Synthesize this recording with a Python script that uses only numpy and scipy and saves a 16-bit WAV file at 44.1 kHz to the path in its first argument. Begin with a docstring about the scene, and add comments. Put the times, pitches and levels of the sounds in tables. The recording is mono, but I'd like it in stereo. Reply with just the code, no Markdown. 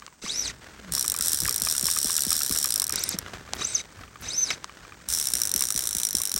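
"""Fly fishing in light rain

A small boat on a lake, with a phone microphone close to the reel. A gloved palm bats the spool round,
so the pawl clicks in quick runs that slow between pushes. Ribbed line, stripped by hand, zips up and
down in pitch over a rod guide. Drops tap nearby, a sleeve rustles, and rain hisses out on the water."""
import sys
import numpy as np
from scipy import signal
from scipy.fft import rfft, irfft, next_fast_len
from scipy.io import wavfile
from scipy.ndimage import uniform_filter1d

SR = 44100
rng = np.random.default_rng(int(sys.argv[2]) if len(sys.argv) > 2 else 0)


def to_wav(s):
    """Save 16-bit WAV."""
    ch = np.atleast_2d(s).T  # columns
    pcm = np.round(np.clip(ch, -1, 1) * 32767)  # PCM
    wavfile.write(sys.argv[1], SR, pcm.astype(np.int16))


N = 281799
TIME = np.arange(N) / SR
AGE = np.arange(SR // 12) / SR  # seconds since a blow
FFT_SIZE = 2 * next_fast_len(N // 2 + 4096)
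FREQ = np.maximum(np.fft.rfftfreq(FFT_SIZE, 1 / SR), 1)

# Reel frame resonances, close up: centre_hz, width_hz, level_db, pan_db (left minus right throughout)
FRAME_MODES = [(1584, 400, -13.5, -18), (7490, 1050, 2.5, -1.5), (8650, 440, 1, -16.5), (9410, 220, 6, 2.5),
               (10030, 230, -4, -25), (11550, 530, -1.5, -10.5), (12150, 1350, -6, 12.5),
               (13100, 1100, -22, -34), (17200, 2600, -1, 2)]
# The reel's voice in each spell of winding: loud_tooth, level_db, ring_hz, width_hz, ring_db, pan_db
FIRST_SPELL = (6, -12, 5526, 612, 5, 6.5)
SECOND_SPELL = (9, -12.5, 5732, 469, 7.5, 6.5)
# The spool's lowest mode, damped more in the second spell: centre_hz, width_hz, level_db, pan_db
FIRST_RIM, SECOND_RIM = (3837, 640, -2, -2), (3755, 997, -5, -1.5)
# Single teeth and rebounds as the spool creeps on: start_s, level_db
CREEP_CLICKS = [(2.867, -1.5), (2.878, -7), (2.8938, 0), (2.906, -8), (2.923, 2.5), (2.937, -6),
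                (2.9573, 2.5), (2.9932, -7), (3.037, 3), (3.0901, 1.5), (3.187, -0.5)]


def ratchet(speed, spell, rim, lone_clicks=(), hardness=1.1, split_hz=10400, mic_lag_s=.00027):
    """Each pawl blow is a bright crack and a longer chatter that travels round the reel's frame."""
    loud_tooth, level_db, *spool_mode = spell
    chatter_shape = swell(.0013) + undb(-22) * burst(.008, .001)
    shared_grain = rng.standard_normal((2, len(AGE)))  # like teeth chatter partly alike
    chatter, crack = np.zeros((2, N)), np.zeros(N)
    for start, db in [*pawl_blows(speed, loud_tooth), *lone_clicks]:
        grain = np.sqrt(.5) * (shared_grain + rng.standard_normal(shared_grain.shape))
        add(chatter, start - .0006, undb(db + level_db - 5) * grain * chatter_shape)
        # the spool's ring differs from tooth to tooth as the wheel turns
        ring_hz = spool_mode[0] * (1 + rng.uniform(-.09, .09, (2, 1)))
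        ping = burst(.003, .0005) * np.sin(2 * np.pi * ring_hz * AGE)
        add(chatter, start, undb(db + level_db - 16 + 5 * rng.standard_normal()) * ping)
        crack_gain = undb(hardness * db + level_db - 4)  # harder blows are brighter
        add(crack, start - .0005, crack_gain * swell(.0012) * rng.standard_normal(len(AGE)))
    # the pawl scrapes between clicks, louder with each doubling of speed from 70 teeth a second
    doublings = np.log2(speed / 70 + 1e-9)
    chatter += undb(-32 + 17.5 * doublings) * noise()
    blows = cut(chatter, split_hz, "low") + cut(crack, split_hz, "high")
    left, right = colour(blows, resonances([*FRAME_MODES, rim, spool_mode]))
    return np.array([np.roll(left, round(mic_lag_s * SR)), right])  # the right microphone is nearer


# Teeth that catch harder than the rest: near_s, level_db
HARD_TEETH = [(1.62, 5), (2.215, 4), (2.328, 7), (2.706, 5), (2.759, 4), (2.798, 5), (5.336, 7), (5.42, 5),
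              (5.561, 6), (5.607, 4), (5.761, 3), (5.777, 5), (5.873, 4), (6.033, 5), (6.168, 3),
              (6.316, 3)]


def pawl_blows(speed, loud_tooth, accent_db=3, rebound_share=.39, rebound_db=-11):
    """The pawl drops off each tooth and rebounds, biting hardest every fifth; gives start_s, level_db."""
    teeth_passed = np.cumsum(speed) / SR
    tooth = np.arange(int(teeth_passed[-1] + .5))
    scatter = rng.uniform(-1, 1, (len(tooth), 3)) * [3, .07, 5]
    tooth_scatter_db, timing_scatter, rebound_scatter_db = scatter.T
    strike_db = accent_db * np.cos(2 * np.pi * (tooth - loud_tooth) / 5) + tooth_scatter_db
    strike_s = np.interp(tooth + .5, teeth_passed, TIME)
    for near_s, db in HARD_TEETH:
        if strike_s[0] < near_s < strike_s[-1]:
            strike_db[np.argmin(abs(strike_s - near_s))] = db
    rebound_s = strike_s + (rebound_share + timing_scatter) * np.gradient(strike_s)
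    return [*zip(strike_s, strike_db), *zip(rebound_s, rebound_db + rebound_scatter_db)]


# The palm bats the spool, beside the microphone: start_s, teeth_per_s, pick_up_s, drag_per_s, knock_db
PUSHES = [(0.907, 81.3, 0.0107, 2.52, -44.0), (1.196, 109.9, 0.0301, 2.61, -37.0),
          (1.425, 75.6, 0.0122, 2.37, -34.5), (1.62, 98.8, 0.0248, 2.41, -35.0),
          (1.831, 105.4, 0.0285, 2.22, -30.0), (2.045, 101.9, 0.0283, 2.22, -30.0),
          (2.266, 99.3, 0.0279, 2.18, -30.0), (2.502, 91.5, 0.0193, 2.13, -29.0),
          (5.073, 98.6, 0.0143, 2.13, -50.0), (5.334, 75.7, 0.0343, 3.05, -39.5),
          (5.548, 82.8, 0.0259, 2.61, -34.0), (5.748, 76.2, 0.0186, 2.4, -35.0),
          (5.948, 73.1, 0.0228, 2.6, -36.5), (6.145, 71.8, 0.0148, 2.94, -32.5),
          (6.346, 77.4, 0.0208, 1.91, -35.5)]


def spool_speed(start_s, stop_s):
    """Teeth per second: each push brings the spool up to speed, then drag slows it until the next."""
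    speed = np.zeros(N)
    for push_s, teeth_per_s, pick_up_s, drag, _ in PUSHES:
        if start_s <= push_s < stop_s:
            i = int(push_s * SR)
            age = TIME[:N - i]
            coasting = teeth_per_s * np.exp(-drag * age)
            speed[i:] = coasting + (speed[i] - coasting) * np.exp(-age / pick_up_s)
    return speed * (TIME < stop_s)


# Resonances of the rod under the sliding line: centre_hz, width_hz, level_db, pan_db
ROD_MODES = [(347, 460, 1, 2), (1440, 180, 0.5, 1), (2250, 510, 2.5, -2), (3840, 300, 4.5, 2.5),
             (5570, 1500, 4.5, 6.5), (6080, 100, 3.5, 16.5), (7780, 1030, 1.5, 1), (11600, 1400, -12, 2.5)]
# The wire guide sings when swept by the rib rate or rubbed: centre_hz, width_hz, whistle_db, rub_db
GUIDE_RINGS = [(3840, 83, -4.5, -11), (6140, 120, 2.5, -9)]


def stripping(harmonics_db=(0, -1, -19), hiss_hz=10500):
    """Ribs on the line tick over the guide so fast that they whistle; pitch follows the hand's speed."""
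    rib_hz, pace, force, pressure = line_motion()
    # the line chatters, so pitch and strength flutter
    phase = 2 * np.pi * np.cumsum(rib_hz * (1 + .022 * wander(1800))) / SR
    mic_phase = np.array([[0], [1.3]])  # radians, left and right
    harmonics = sum(undb(db + 4 * wander(280)) * np.sin(k * phase + mic_phase)
                    for k, db in enumerate(harmonics_db, 1))
    whistle = force * pace * harmonics  # slow line only scrapes
    hiss = force * undb(-1 + 2.05 * wander(1500)) * cut(noise(.011), hiss_hz, "low", order=1)
    rings = np.zeros((2, N))
    for hz, width, whistle_db, rub_db in GUIDE_RINGS:
        drive = pressure * (undb(whistle_db) * whistle + undb(rub_db) * hiss)
        rings += signal.lfilter(*signal.iirpeak(hz, hz / width, fs=SR), drive)
    return colour(whistle + rings + hiss, resonances(ROD_MODES))


# Hand pulls on the line: fastest_s, speeding_s, slowing_s, top_rib_hz, level_db, pressure_db
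PULLS = [(0.398, 0.137, 0.097, 5870, -30.5, 2.5), (3.073, 0.1, 0.062, 9217, -30, -5),
         (3.701, 0.087, 0.089, 8435, -32, 14), (4.408, 0.14, 0.12, 6224, -33.5, 8.5)]


def line_motion(grip_hz=970, release_hz=1370, taut_hz=1800, ease_db=-3.5):
    """The hand's speed is a bell over each pull: it grips the line, draws it taut and lets it go."""
    rib_hz, pace, force, pressure = np.zeros((4, N))
    for fastest_s, speeding_s, slowing_s, top_hz, db, pressure_db in PULLS:
        rising = TIME < fastest_s
        width_s = np.where(rising, speeding_s, slowing_s)
        speed = np.exp(-abs((TIME - fastest_s) / width_s) ** 2.2)
        hz = top_hz * speed
        held = uniform_filter1d(1. * (hz > np.where(rising, grip_hz, release_hz)), size=400)
        tension = np.tanh(hz / taut_hz)
        rib_hz += hz
        pace += speed
        force += held * tension * undb(db + ease_db * speed)  # fast line rubs more lightly
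        pressure += held * undb(pressure_db)
    return rib_hz, pace, force, np.maximum(pressure, 0)


# The glove closes on the line: start_s, level_db
SCUFFS = [(.232, -47), (3.548, -36), (4.209, -36)]


def glove_scuffs(decay_s=.015, above_hz=8000):
    """The glove rubs the line with a short bright hiss."""
    force = np.zeros(N)
    for start, db in SCUFFS:
        add(force, start, undb(db) * burst(decay_s, .001))
    return cut(force * noise(), above_hz, "high", order=2)


# Slack line hits the rod: start_s, level_db, decay_s
SLAPS = [(0.507, -35, 0.0064), (4.5039, -13, 0.0044), (4.509, -31, 0.0083), (4.5285, -32, 0.0052)]
# Spectrum of a slap: frequency_hz, level_db
SLAP_SPECTRUM = [(200, -15), (900, -10), (2300, 2), (3500, -7.5), (5800, -9), (9000, -25), (15000, -32)]


def line_slaps():
    """Loose line cracks against the rod at the end of a pull."""
    force = np.zeros(N)
    for start, db, decay_s in SLAPS:
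        add(force, start, undb(db) * burst(decay_s, .00013))
    return colour(force * noise(.08), spectrum(SLAP_SPECTRUM))


# The hand jolts the rod as it takes or drops the line, right of the microphone: start_s, knock_db
JOLTS = [(0.237, -33), (2.932, -44), (3.139, -25.5)]


def rod_knocks(end_hz=150, fall_hz=480, thud_db=-41):
    """Each push or jolt sends a short falling knock through the rod; a push ends in a dull thud."""
    out = np.zeros((2, N))
    for start, *_, db in [*PUSHES, *JOLTS]:
        detune, stretch = np.exp(rng.uniform(-.15, .15, 2))
        hz = detune * (end_hz + fall_hz * np.exp(-AGE / (.00414 * stretch)))
        uneven_grip = 1 + .35 * unit(cut(rng.standard_normal(len(AGE)), 290, "low", order=2))
        knock = uneven_grip * swell(.0069) * sine(hz)
        add(out, start - .001, undb(db) * pan(-6.5) * knock)
    for start, *_ in PUSHES:
        thud = swell(.018) * np.sin(2 * np.pi * rng.uniform(52, 72) * AGE)
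        add(out, start + .0086, undb(thud_db) * thud)
    return out


# Drops on the boat and clothing, near the microphone: start_s, level_db, pan_db
NEAR_DROPS = [(0.0218, -25, 6), (0.0782, -28.5, -14), (0.2628, -21, -12), (0.9754, -24.5, -17),
              (1.046, -23.5, -17), (1.1459, -19.5, -13), (1.21, -23, -12), (1.484, -16, -14),
              (1.6705, -16, -11), (1.75, -21.5, -12), (1.8845, -17.5, -15), (1.966, -19.5, -13),
              (2.098, -18, -14), (2.185, -20, -17), (2.319, -17.5, -13), (2.4107, -20.5, -17),
              (2.5107, -21.5, -16), (2.5568, -22.5, -15), (2.6483, -17.5, -10), (2.822, -22, -8),
              (2.8984, -19.5, -9), (3.262, -28, 24), (3.333, -29.5, 18), (3.3467, -28, 14),
              (3.4765, -29, -9), (3.6157, -23, 23), (3.6326, -24, 11), (3.9908, -34.5, 19),
              (4.0352, -30.5, 19), (4.078, -36, 20), (4.1572, -28, -14), (4.6946, -23.5, -5),
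              (4.85, -32, 18), (4.9217, -29.5, 18), (5.616, -21, -11), (5.7042, -25.5, -12),
              (6.0057, -26, -3), (6.2044, -27, -14)]
# The hollow ring under a drop: pitch_hz, level_db, t60_s
DROP_MODES = [(1233, -4.5, 0.019), (1364, -3.5, 0.0091), (1670, -3, 0.0091), (2444, -5, 0.012),
              (3120, -10, 0.011)]


def raindrops(gain_db=2, faint_db=-47, tick_db=-12, faint_count=170):
    """Near drops tap with a tick and a short hollow ring; many fainter ones fall all round."""
    out = np.zeros((2, N))
    when, strength, side = rng.random((faint_count, 3)).T
    faint_drops = np.c_[when * TIME[-1], faint_db + 12 * strength, 14 * (side - .5)]
    for drops, pitch_spread in ((NEAR_DROPS, .06), (faint_drops, .25)):
        for start, db, pan_db in drops:
            detune = np.exp(pitch_spread * rng.standard_normal())
            ring = np.zeros(len(AGE))
            for hz, mode_db, t60_s in DROP_MODES:
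                envelope = undb(mode_db + 2 * rng.standard_normal()) * burst(t60_s / np.log(1000), .0021)
                ring += envelope * np.sin(2 * np.pi * hz * detune * AGE)
            soft_noise = uniform_filter1d(rng.standard_normal(len(AGE)), size=4)
            tick = undb(tick_db) * burst(.0012, .0001) * soft_noise
            add(out, start, undb(db + gain_db) * pan(pan_db) * (ring + tick))
    return out


# Drops right on the phone: start_s, snap_db, ring_db, ring_hz, pan_db
SPLATS = [(0.0645, -15, -38, 1250, 20), (1.455, -13, -16.5, 1640, 13), (3.5347, -4, -26, 720, 29),
          (4.6434, -5.5, -21, 1040, 11.5)]


def phone_splats():
    """A drop hits the phone itself with a sharp snap and a very short ring."""
    out = np.zeros((2, N))
    for start, snap_db, ring_db, ring_hz, pan_db in SPLATS:
        snap = 3 * chirp(9960, 1020, glide_s=.000684, decay_s=.00038, rise_s=.0029)
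        ring = 2 * chirp(2 * ring_hz, ring_hz, glide_s=.00037, decay_s=.00095, rise_s=.00066)
        add(out, start, pan(pan_db) * (undb(snap_db) * snap + undb(ring_db) * ring))
    return out


# How busy the arm is: time_s, level_db
ARM_EFFORT = [(0, -54), (.17, -68.5), (.45, -55.5), (.9, -49.5), (1.5, -48), (2.5, -50), (3.3, -47.5),
              (3.8, -54), (4.6, -54.5), (5.0, -55.5), (5.15, -49.5), (6.39, -55)]
# Swells of sleeve rustle and low rumble: arm swings, and the heavy thud after a hard push on the spool.
# middle_s, half_length_s, rustle_db, rumble_db
HANDLING_SWELLS = [(0.475, 0.1, -52.5, -47.5), (.94, 0.04, -75, -44.5), (1.452, 0.044, -45, -38.5),
                   (2.524, 0.017, -57, -36), (2.94, 0.027, -43, -40), (3.21, 0.12, -48, -58),
                   (3.35, 0.023, -42, -45), (3.59, 0.056, -42, -44), (4.017, 0.052, -50.5, -44),
                   (4.256, 0.05, -45.5, -43.5), (4.52, 0.057, -43, -52), (4.842, 0.023, -51.5, -64)]
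# Spectra of the sleeve and of handling rumble, a little to the left: frequency_hz, level_db
SLEEVE_SPECTRUM = [(70, -17.5), (130, -2.5), (400, -1), (900, -6.5), (1600, -1), (2500, -9), (6500, -13.5),
                   (10000, -26.5), (16000, -31)]
RUMBLE_SPECTRUM = [(20, -36), (38, -9), (55, 0.5), (85, -1), (130, -5.5), (250, -12.5), (600, -42.5)]


def handling(push_rustle_db=-49, push_rumble_db=-51.5):
    """A waterproof sleeve crinkles and the hold rumbles, swelling with pushes, swings and a heavy thud."""
    effort = undb(np.interp(TIME, *np.transpose(ARM_EFFORT)))
    stir = sum(swell(.04, np.maximum(TIME - start, 0)) for start, *_ in PUSHES)
    rustle = np.hypot(effort, undb(push_rustle_db) * stir)
    shake = np.hypot(undb(-1.5) * effort, undb(push_rumble_db) * stir)
    for middle_s, half_s, rustle_db, rumble_db in HANDLING_SWELLS:
        envelope = np.exp(-((TIME - middle_s) / half_s) ** 2)
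        rustle = np.hypot(rustle, undb(rustle_db) * envelope)
        shake = np.hypot(shake, undb(rumble_db) * envelope)
    crinkle = undb(3 + 4 * wander(250))
    sleeve = colour(noise(.066) * rustle * crinkle, spectrum(SLEEVE_SPECTRUM))
    rumble = colour(noise(.56), spectrum(RUMBLE_SPECTRUM)) * shake
    return pan(2.8) * (sleeve + rumble)


# The path of a faint tone, in the centre: time_s, pitch_hz, level_db
DRONE_PATH = [(.78, 220, -54), (0.839, 198.4, -47), (.89, 184.6, -41), (.925, 153, -40), (.96, 121, -63)]


def drone():
    """A soft, wavering low tone that sinks as the arm swings up to the reel."""
    time_s, hz, db = np.transpose(DRONE_PATH)
    pitch_hz = np.interp(TIME, time_s, hz) * (1 + .051 * wander(90))
    return np.interp(TIME, time_s, undb(db), left=0, right=0) * sine(pitch_hz)


# Spectrum of rain farther off, on the open water: frequency_hz, level_db
RAIN_SPECTRUM = [(30, -9), (70, -25.5), (170, 6), (400, -3.5), (800, -4), (1400, -6.5), (3800, -14),
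                 (5700, -7), (8700, -7), (12000, -49), (16000, -9)]


def lake_rain(level_db=-55):
    """Rain on the lake merges into a grainy hiss."""
    patter = noise(.067) * undb(level_db + 3.4 * wander(700))
    return pan(4.3) * colour(patter, spectrum(RAIN_SPECTRUM))


def undb(db):
    """Decibels to gain."""
    return 10 ** (np.asarray(db) / 20)


def pan(db):
    """Left and right gains for a level difference."""
    return undb(np.array([[db], [-db]]) / 2)


def unit(x):
    """Scale to rms 1."""
    return x / np.sqrt(np.mean(x ** 2))


def noise(shared=0):
    """Stereo white noise whose channels share a part of their power."""
    return np.sqrt(1 - shared) * rng.standard_normal((2, N)) + np.sqrt(shared) * rng.standard_normal(N)


def wander(rate_hz):
    """Random drift of rms 1 that turns rate_hz times a second."""
    return unit(np.interp(TIME * rate_hz, np.arange(N // 8), rng.standard_normal(N // 8)))


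def add(track, start_s, sound):
    """Mix a short sound into a track."""
    i = max(int(start_s * SR), 0)
    track[..., i:i + sound.shape[-1]] += sound[..., :N - i]


def burst(decay_s, rise_s):
    """Envelope of a short impact."""
    return (1 - np.exp(-AGE / rise_s)) * np.exp(-AGE / decay_s)


def swell(peak_s, age=AGE):
    """Rounded envelope that is 1 at its peak."""
    return (age / peak_s) ** 2 * np.exp(2 * (1 - age / peak_s))


def sine(hz):
    """A tone that follows a changing pitch."""
    return np.sin(2 * np.pi * np.cumsum(hz) / SR)


def chirp(from_hz, to_hz, glide_s, decay_s, rise_s):
    """A knock whose high part arrives first, as bending waves do."""
    return burst(decay_s, rise_s) * sine(to_hz + (from_hz - to_hz) * np.exp(-AGE / glide_s))


def cut(x, hz, kind, order=4):
    """Low-pass or high-pass."""
    return signal.sosfilt(signal.butter(order, hz, kind, fs=SR, output="sos"), x)


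def spectrum(points):
    """Gain over frequency through points of frequency_hz, level_db."""
    hz, db = np.transpose(points)
    return undb(np.interp(np.log(FREQ), np.log(hz), db))


def resonances(modes):
    """Left and right gain over frequency of steep resonances, summed in power."""
    peaks = [undb(db) * pan(pan_db) / (1 + ((FREQ - hz) / (1.015 * width)) ** 2)
             for hz, width, db, pan_db in modes]
    return np.sqrt(sum(peak ** 2 for peak in peaks))


def colour(x, gain):
    """Minimum-phase filter of unit power: resonances ring after the blow."""
    cepstrum = irfft(np.log(unit(gain) + 1e-5))
    cepstrum[..., 1:FFT_SIZE // 2] *= 2
    cepstrum[..., FFT_SIZE // 2 + 1:] = 0
    return irfft(rfft(x, FFT_SIZE) * np.exp(rfft(cepstrum)))[..., :N]


def scene():
    """Open air: reel and line up close, hand and raindrops around them, the lake behind."""
    reel = ratchet(spool_speed(.9, 2.848), FIRST_SPELL, FIRST_RIM, CREEP_CLICKS)
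    reel += ratchet(spool_speed(5.07, 6.39), SECOND_SPELL, SECOND_RIM)
    return (reel + stripping() + glove_scuffs() + rod_knocks() + drone()
            + raindrops() + phone_splats() + line_slaps() + handling() + lake_rain())


def record(dry):
    """The phone cuts the treble steeply above 15.9 kHz."""
    return signal.sosfilt(signal.ellip(8, .2, 70, 15900, fs=SR, output="sos"), dry)


dry = scene()
out = record(dry)
to_wav(out)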